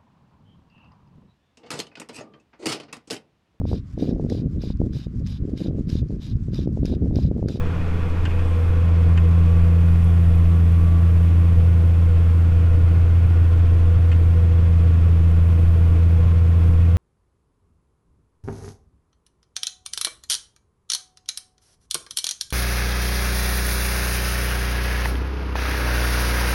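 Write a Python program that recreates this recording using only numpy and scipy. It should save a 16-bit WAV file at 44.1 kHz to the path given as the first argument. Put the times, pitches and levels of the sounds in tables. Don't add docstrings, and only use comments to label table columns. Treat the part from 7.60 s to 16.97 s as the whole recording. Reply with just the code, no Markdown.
import sys
import numpy as np
from scipy import signal
from scipy.fft import rfft, irfft, next_fast_len
from scipy.io import wavfile

SR = 44100
rng = np.random.default_rng(int(sys.argv[2]) if len(sys.argv) > 2 else 0)


def materialize(psi):
    bounded = np.clip(np.atleast_2d(psi).T, -1, 1)
    quanta = np.round(bounded * 32767).astype(np.int16)
    wavfile.write(sys.argv[1], SR, quanta)


N = 413216
CYLINDERS = 6


def from_db(db):
    return 10 ** (np.asarray(db) / 20)


def rms_one(x):
    return x / np.sqrt(np.mean(x ** 2) + 1e-20)


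def in_time(curve):
    times, values = np.transpose(curve)
    return np.interp(np.arange(N) / SR, times, values)


def coloured(x, spectrum):
    size = next_fast_len(N, real=True)
    hz, db = np.transpose(spectrum)
    log_f = np.log(np.maximum(np.fft.rfftfreq(size, 1 / SR), 1))
    gain = from_db(np.interp(log_f, np.log(hz), db))
    beyond = np.abs(log_f - np.clip(log_f, np.log(hz[0]), np.log(hz[-1])))
    return rms_one(irfft(rfft(x, size) * gain * np.exp(-2 * beyond), size)[:N])


def drift(rate_hz):
    step, run_in = 40, 2000
    r = np.exp(-2 * np.pi * step * abs(rate_hz) / SR)
    noise = rng.standard_normal(N // step + run_in + 2)
    slow = signal.lfilter([1], [1, -2 * r, r * r], noise)[run_in:]
    return np.interp(np.arange(N) / step, np.arange(len(slow)), rms_one(slow))


def tone(turns):
    return np.sqrt(2) * np.cos(2 * np.pi * turns)


def fluttering(turns, depth, rate_hz):
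    angle = 2 * np.pi * turns
    in_phase = np.sqrt(2 - 2 * depth ** 2) + depth * drift(rate_hz)
    quadrature = depth * drift(rate_hz)
    return in_phase * np.cos(angle) + quadrature * np.sin(angle)


def ring(force, hz, t60):
    r, w = 10 ** (-3 / (t60 * SR)), 2 * np.pi * hz / SR
    return signal.lfilter([0, np.sin(w)], [1, -2 * r * np.cos(w), r * r], force + 1e-18)


def resonance(force, hz, width_hz):
    return rms_one(ring(force, hz, t60=np.log(1000) / (np.pi * width_hz)))


def boom(firings, place):
    # multiple of the four-stroke cycle rate, level/dB
    engine_orders = [(2, -43.5), (9, -56), (10, -45.5), (14, -47), (18, -55.5), (20, -56.5), (22, -57.5),
                     (24, -49), (30, -64), (32, -65.5), (34, -59.5), (48, -55)]
    full_place, first_node, node_spacing = 0.47, 0.27, 0.76
    front_loss_db = 10.5 * np.clip(1 - place / full_place, 0, 1)
    mode_shape = np.hypot(np.sin(np.pi * (place - first_node) / node_spacing), .2)
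    fundamental = from_db(-13.5 - front_loss_db + 0.1 * drift(2.6)) * tone(firings)
    octave = mode_shape * from_db(-24.5 - 0.77 * front_loss_db + 0.24 * drift(2.1)) * tone(2 * firings)
    cycles = firings / CYLINDERS
    uneven = sum(from_db(db) * fluttering(order * cycles, depth=0.35, rate_hz=2.3)
                 for order, db in engine_orders)
    return fundamental + octave + uneven


def chassis(front):
    # f/Hz, relative level/dB
    shudder_spectrum = [(3, -1), (16, 2), (34, -10.5), (45, -17.5)]
    rumble_spectrum = [(30, -60.5), (50, -62), (62, -63), (90, -61), (150, -52.5), (200, -58.5),
                       (240, -60.5), (300, -58), (365, -65.5), (460, -62), (560, -71), (900, -80)]
    panel_spectrum = [(70, -32.5), (88, -5.5), (100, 2.5), (114, 1.5), (130, -10.5), (170, -28)]
    # t/s, relative level/dB
    panel_level = [(0.0, -34), (2.2, -36.5), (2.4, -31.6), (3.7, -34), (4.0, -26), (4.6, -37), (5.0, -28.5),
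                   (7.6, -29), (7.8, -32), (9.35, -27)]
    shudder = from_db(-27 + 2 * front) * coloured(rng.standard_normal(N), shudder_spectrum)
    rumble = from_db(-34) * coloured(rng.standard_normal(N), rumble_spectrum)
    drumming = from_db(in_time(panel_level) + 1) * coloured(rng.standard_normal(N), panel_spectrum)
    return shudder + rumble + drumming


def gears(firings, front):
    # t/s, relative level/dB
    pump_level = [(0, -42.8), (0.5, -47.5), (0.85, -41.5), (2, -40.5), (2.9, -51.5), (4.3, -42.5),
                  (5.1, -46), (6.8, -42.0), (7.8, -47), (8.7, -40.5), (9.37, -44.5)]
    upper_level = [(0, -58), (2, -53.5), (2.6, -59.5), (3.1, -52), (3.6, -53.5), (4.2, -62.5), (6.7, -61),
                   (7.4, -54.5), (8.1, -59), (9.37, -61)]
    # f/Hz at rated speed, relative level/dB, flutter depth (0-1)
    whines = [(34.6, -40, .4), (302, -51, .8), (1003, -64, .6), (1316, -59.5, .35), (1428, -64, .8),
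              (1456, -64, .6), (1863, -65, .55), (2110, -64, .55), (2630, -68, .45)]
    firing_hz, pump_hz, lower_hz, upper_hz = 84, 486, 1057, 1148
    rated_s = firings / firing_hz
    lower_db = -53.5 + 2 * front + drift(0.74)
    pump = from_db(in_time(pump_level) + 0.4) * fluttering(rated_s * pump_hz, depth=0.79, rate_hz=11)
    lower = from_db(lower_db) * fluttering(rated_s * lower_hz, depth=.5, rate_hz=7)
    upper = from_db(in_time(upper_level) + 4) * fluttering(rated_s * upper_hz, depth=.45, rate_hz=11)
    lesser = sum(from_db(db + 1.5 + 0.4 * drift(.8)) * fluttering(rated_s * hz, depth, rate_hz=6)
                 for hz, db, depth in whines)
    return pump + lower + upper + lesser


def clatter(firings, front):
    # f/Hz, relative level/dB
    muffled_spectrum = [(350, -7.5), (650, 10.5), (900, 4.5), (1200, 5), (1430, 2.5), (1600, 1),
                        (2050, 0.5), (2500, -0.5), (3000, -2.5), (3400, -5), (4000, -10.5), (5500, -14),
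                        (7000, -18.5), (12000, -38)]
    # f/Hz, bandwidth/Hz, relative level/dB
    dashboard_modes = [(1004, 280, 0.5), (1433, 150, 0), (1666, 59, -3.5), (1877, 42, -6.5), (2226, 73, -6),
                       (2447, 130, -1.5), (2540, 76, -2.5), (2850, 90, -12), (3360, 120, -8)]
    cycles = firings / CYLINDERS
    surge = 1 + 0.014 * tone(firings) + 0.04 * tone(cycles) + 0.03 * tone(2 * cycles)
    knocks = rng.standard_normal(N) * surge * from_db(.6 * drift(35))
    firewall = from_db(-44.5) * coloured(knocks, muffled_spectrum)
    buzz = np.zeros(N)
    for hz, width_hz, db in dashboard_modes:
        shaking = rng.standard_normal(N) * surge * from_db(1.5 * drift(3.7))
        buzz += from_db(db) * resonance(shaking, hz, width_hz)
    return firewall + from_db(-52 + 6 * front) * rms_one(buzz)


def engine_bay(firings, front):
    # f/Hz, relative level/dB
    rush_spectrum = [(300, -16.5), (420, 5), (520, 0.5), (650, -10), (980, -6.5), (1350, -9), (1800, -15.5)]
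    rush = from_db(-40.5) * coloured(rng.standard_normal(N), rush_spectrum)
    third_harmonic = from_db(-51) * fluttering(3 * firings, depth=.25, rate_hz=3)
    return front * (rush + third_harmonic)


def loose_fitting():
    # t/s, relative level/dB, favoured f/Hz, chatter time constant/s
    blows = [(.6519, -16, 1900, .009), (.705, -31, 2500, .02), (.7912, -30.5, 2400, .015),
             (1.5733, -19.5, 1900, .008), (6.5146, -23, 2700, .011)]
    # f/Hz, relative level/dB, t60/s
    modes = [(1030, -8, .035), (1450, -9, .035), (1590, -10, .035), (1820, -7, .04), (2100, -10, .035),
             (2420, -9, .035), (2580, -8, .035), (2830, -7, .045), (3130, -13, .035), (3520, -16, .03),
             (4400, -15, .01), (5300, -14, .008), (5950, -15, .012), (7180, -14, .02), (7750, -15, .02)]
    t = np.arange(SR // 5) / SR
    crack_band = signal.butter(2, [900, 3300], "band", fs=SR, output="sos")
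    clacks = np.zeros(N)
    for start_s, db, favoured_hz, chatter_s in blows:
        force = rng.standard_normal(len(t)) * np.exp(-t / chatter_s)
        force *= 3.1 / np.linalg.norm(force)
        force[0] += .5
        clack = from_db(13) * signal.sosfilt(crack_band, force)
        for k, (hz, mode_db, t60) in enumerate(modes):
            octaves_off = abs(np.log2(hz / favoured_hz))
            clack += (-1) ** k * from_db(mode_db - 5 * octaves_off) * ring(force, hz, t60)
        clacks[round(start_s * SR):][:len(t)] += from_db(db - 12) * clack
    return signal.sosfilt(signal.butter(2, 9000, fs=SR, output="sos"), clacks)


def rear_panel(place):
    level_db = -49.5 - 57 * np.abs(1 - place)
    return from_db(level_db) * resonance(rng.standard_normal(N), hz=1432, width_hz=110)


def dust(grains_per_s=60, decay_s=0.0019):
    # t/s, relative level/dB
    hiss_level = [(0.0, -69.8), (1.0, -64), (1.2, -66.5), (2.5, -60.8), (5.1, -64), (7.8, -64),
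                  (8.0, -61.8), (8.4, -64), (9.35, -63)]
    # f/Hz, relative level/dB
    hiss_spectrum = [(3000, -14.5), (7000, -1.5), (9000, 2.5), (12500, 0), (14000, -4), (15700, -10.5)]
    flurries_db = .55 * drift(7)
    sizes = from_db(3.5 * np.minimum(rng.exponential(1, N), 3))
    grains = (rng.random(N) < grains_per_s / SR) * sizes
    envelope = signal.lfilter([1], [1, -np.exp(-1 / (decay_s * SR))], grains + 1e-18)
    patter = rms_one(envelope * rng.standard_normal(N))
    hiss = coloured(rng.standard_normal(N) + from_db(-18) * patter, hiss_spectrum)
    return from_db(in_time(hiss_level) + flurries_db + 1.5) * hiss


def chaff(decay_s=.007):
    # t/s, relative level/dB
    ticks = [(1.0824, -50), (2.0697, -47), (2.4433, -41), (2.7544, -44), (2.9612, -46), (3.1194, -46),
             (3.6277, -47), (4.2194, -48)]
    hits = np.zeros(N)
    for start_s, db in ticks:
        hits[round(start_s * SR)] = from_db(db - 3)
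    envelope = signal.lfilter([1], [1, -np.exp(-1 / (decay_s * SR))], hits + 1e-18)
    tick_band = signal.butter(2, [8000, 13000], "band", fs=SR, output="sos")
    return signal.sosfilt(tick_band, envelope * rng.standard_normal(N))


def turbo(front):
    # t/s, f/Hz
    pitch = [(0, 8440), (1.3, 8340), (3.6, 8430), (6.8, 8310), (9.37, 8670)]
    whistle = fluttering(np.cumsum(in_time(pitch)) / SR, depth=.85, rate_hz=9)
    return from_db(-78.5 + 3 * front + 2 * drift(4)) * whistle


def scene():
    # t/s, f/Hz
    firing_rate = [(0.0, 83.84), (1.2, 84.11), (1.3, 83.67), (2.6, 84.3), (2.7, 83.73), (3.9, 84.47),
                   (4.7, 83.93), (6.1, 84.35), (7.7, 83.22), (8.0, 83.97), (8.4, 83.32), (9.35, 84.31)]
    # t/s, place (0 windscreen, 1 rear window)
    path = [(0, 0), (.45, 0.056), (.85, .25), (1.4, 0.45), (2, 0.65), (2.8, 0.76), (4.4, .89), (5.8, 0.98),
            (7.5, .88), (9.37, 0.88)]
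    hunting_hz = .1 * drift(2)
    firings = np.cumsum(in_time(firing_rate) + hunting_hz) / SR
    place = in_time(path)
    front = np.clip(1 - (place / 0.88) ** 2, 0, 1)
    engine = boom(firings, place) + gears(firings, front) + clatter(firings, front)
    engine += engine_bay(firings, front) + turbo(front)
    cab = chassis(front) + rear_panel(place) + loose_fitting()
    return (engine + cab + dust() + chaff())[None]


def record(dry, cutoff_hz=15700):
    run_in = 500
    padded = np.pad(dry, ((0, 0), (run_in, 0)), mode="reflect")
    low_pass = signal.ellip(12, .1, 80, cutoff_hz, fs=SR, output="sos")
    return signal.sosfilt(low_pass, padded)[:, run_in:]


dry = scene()
out = record(dry)
materialize(out)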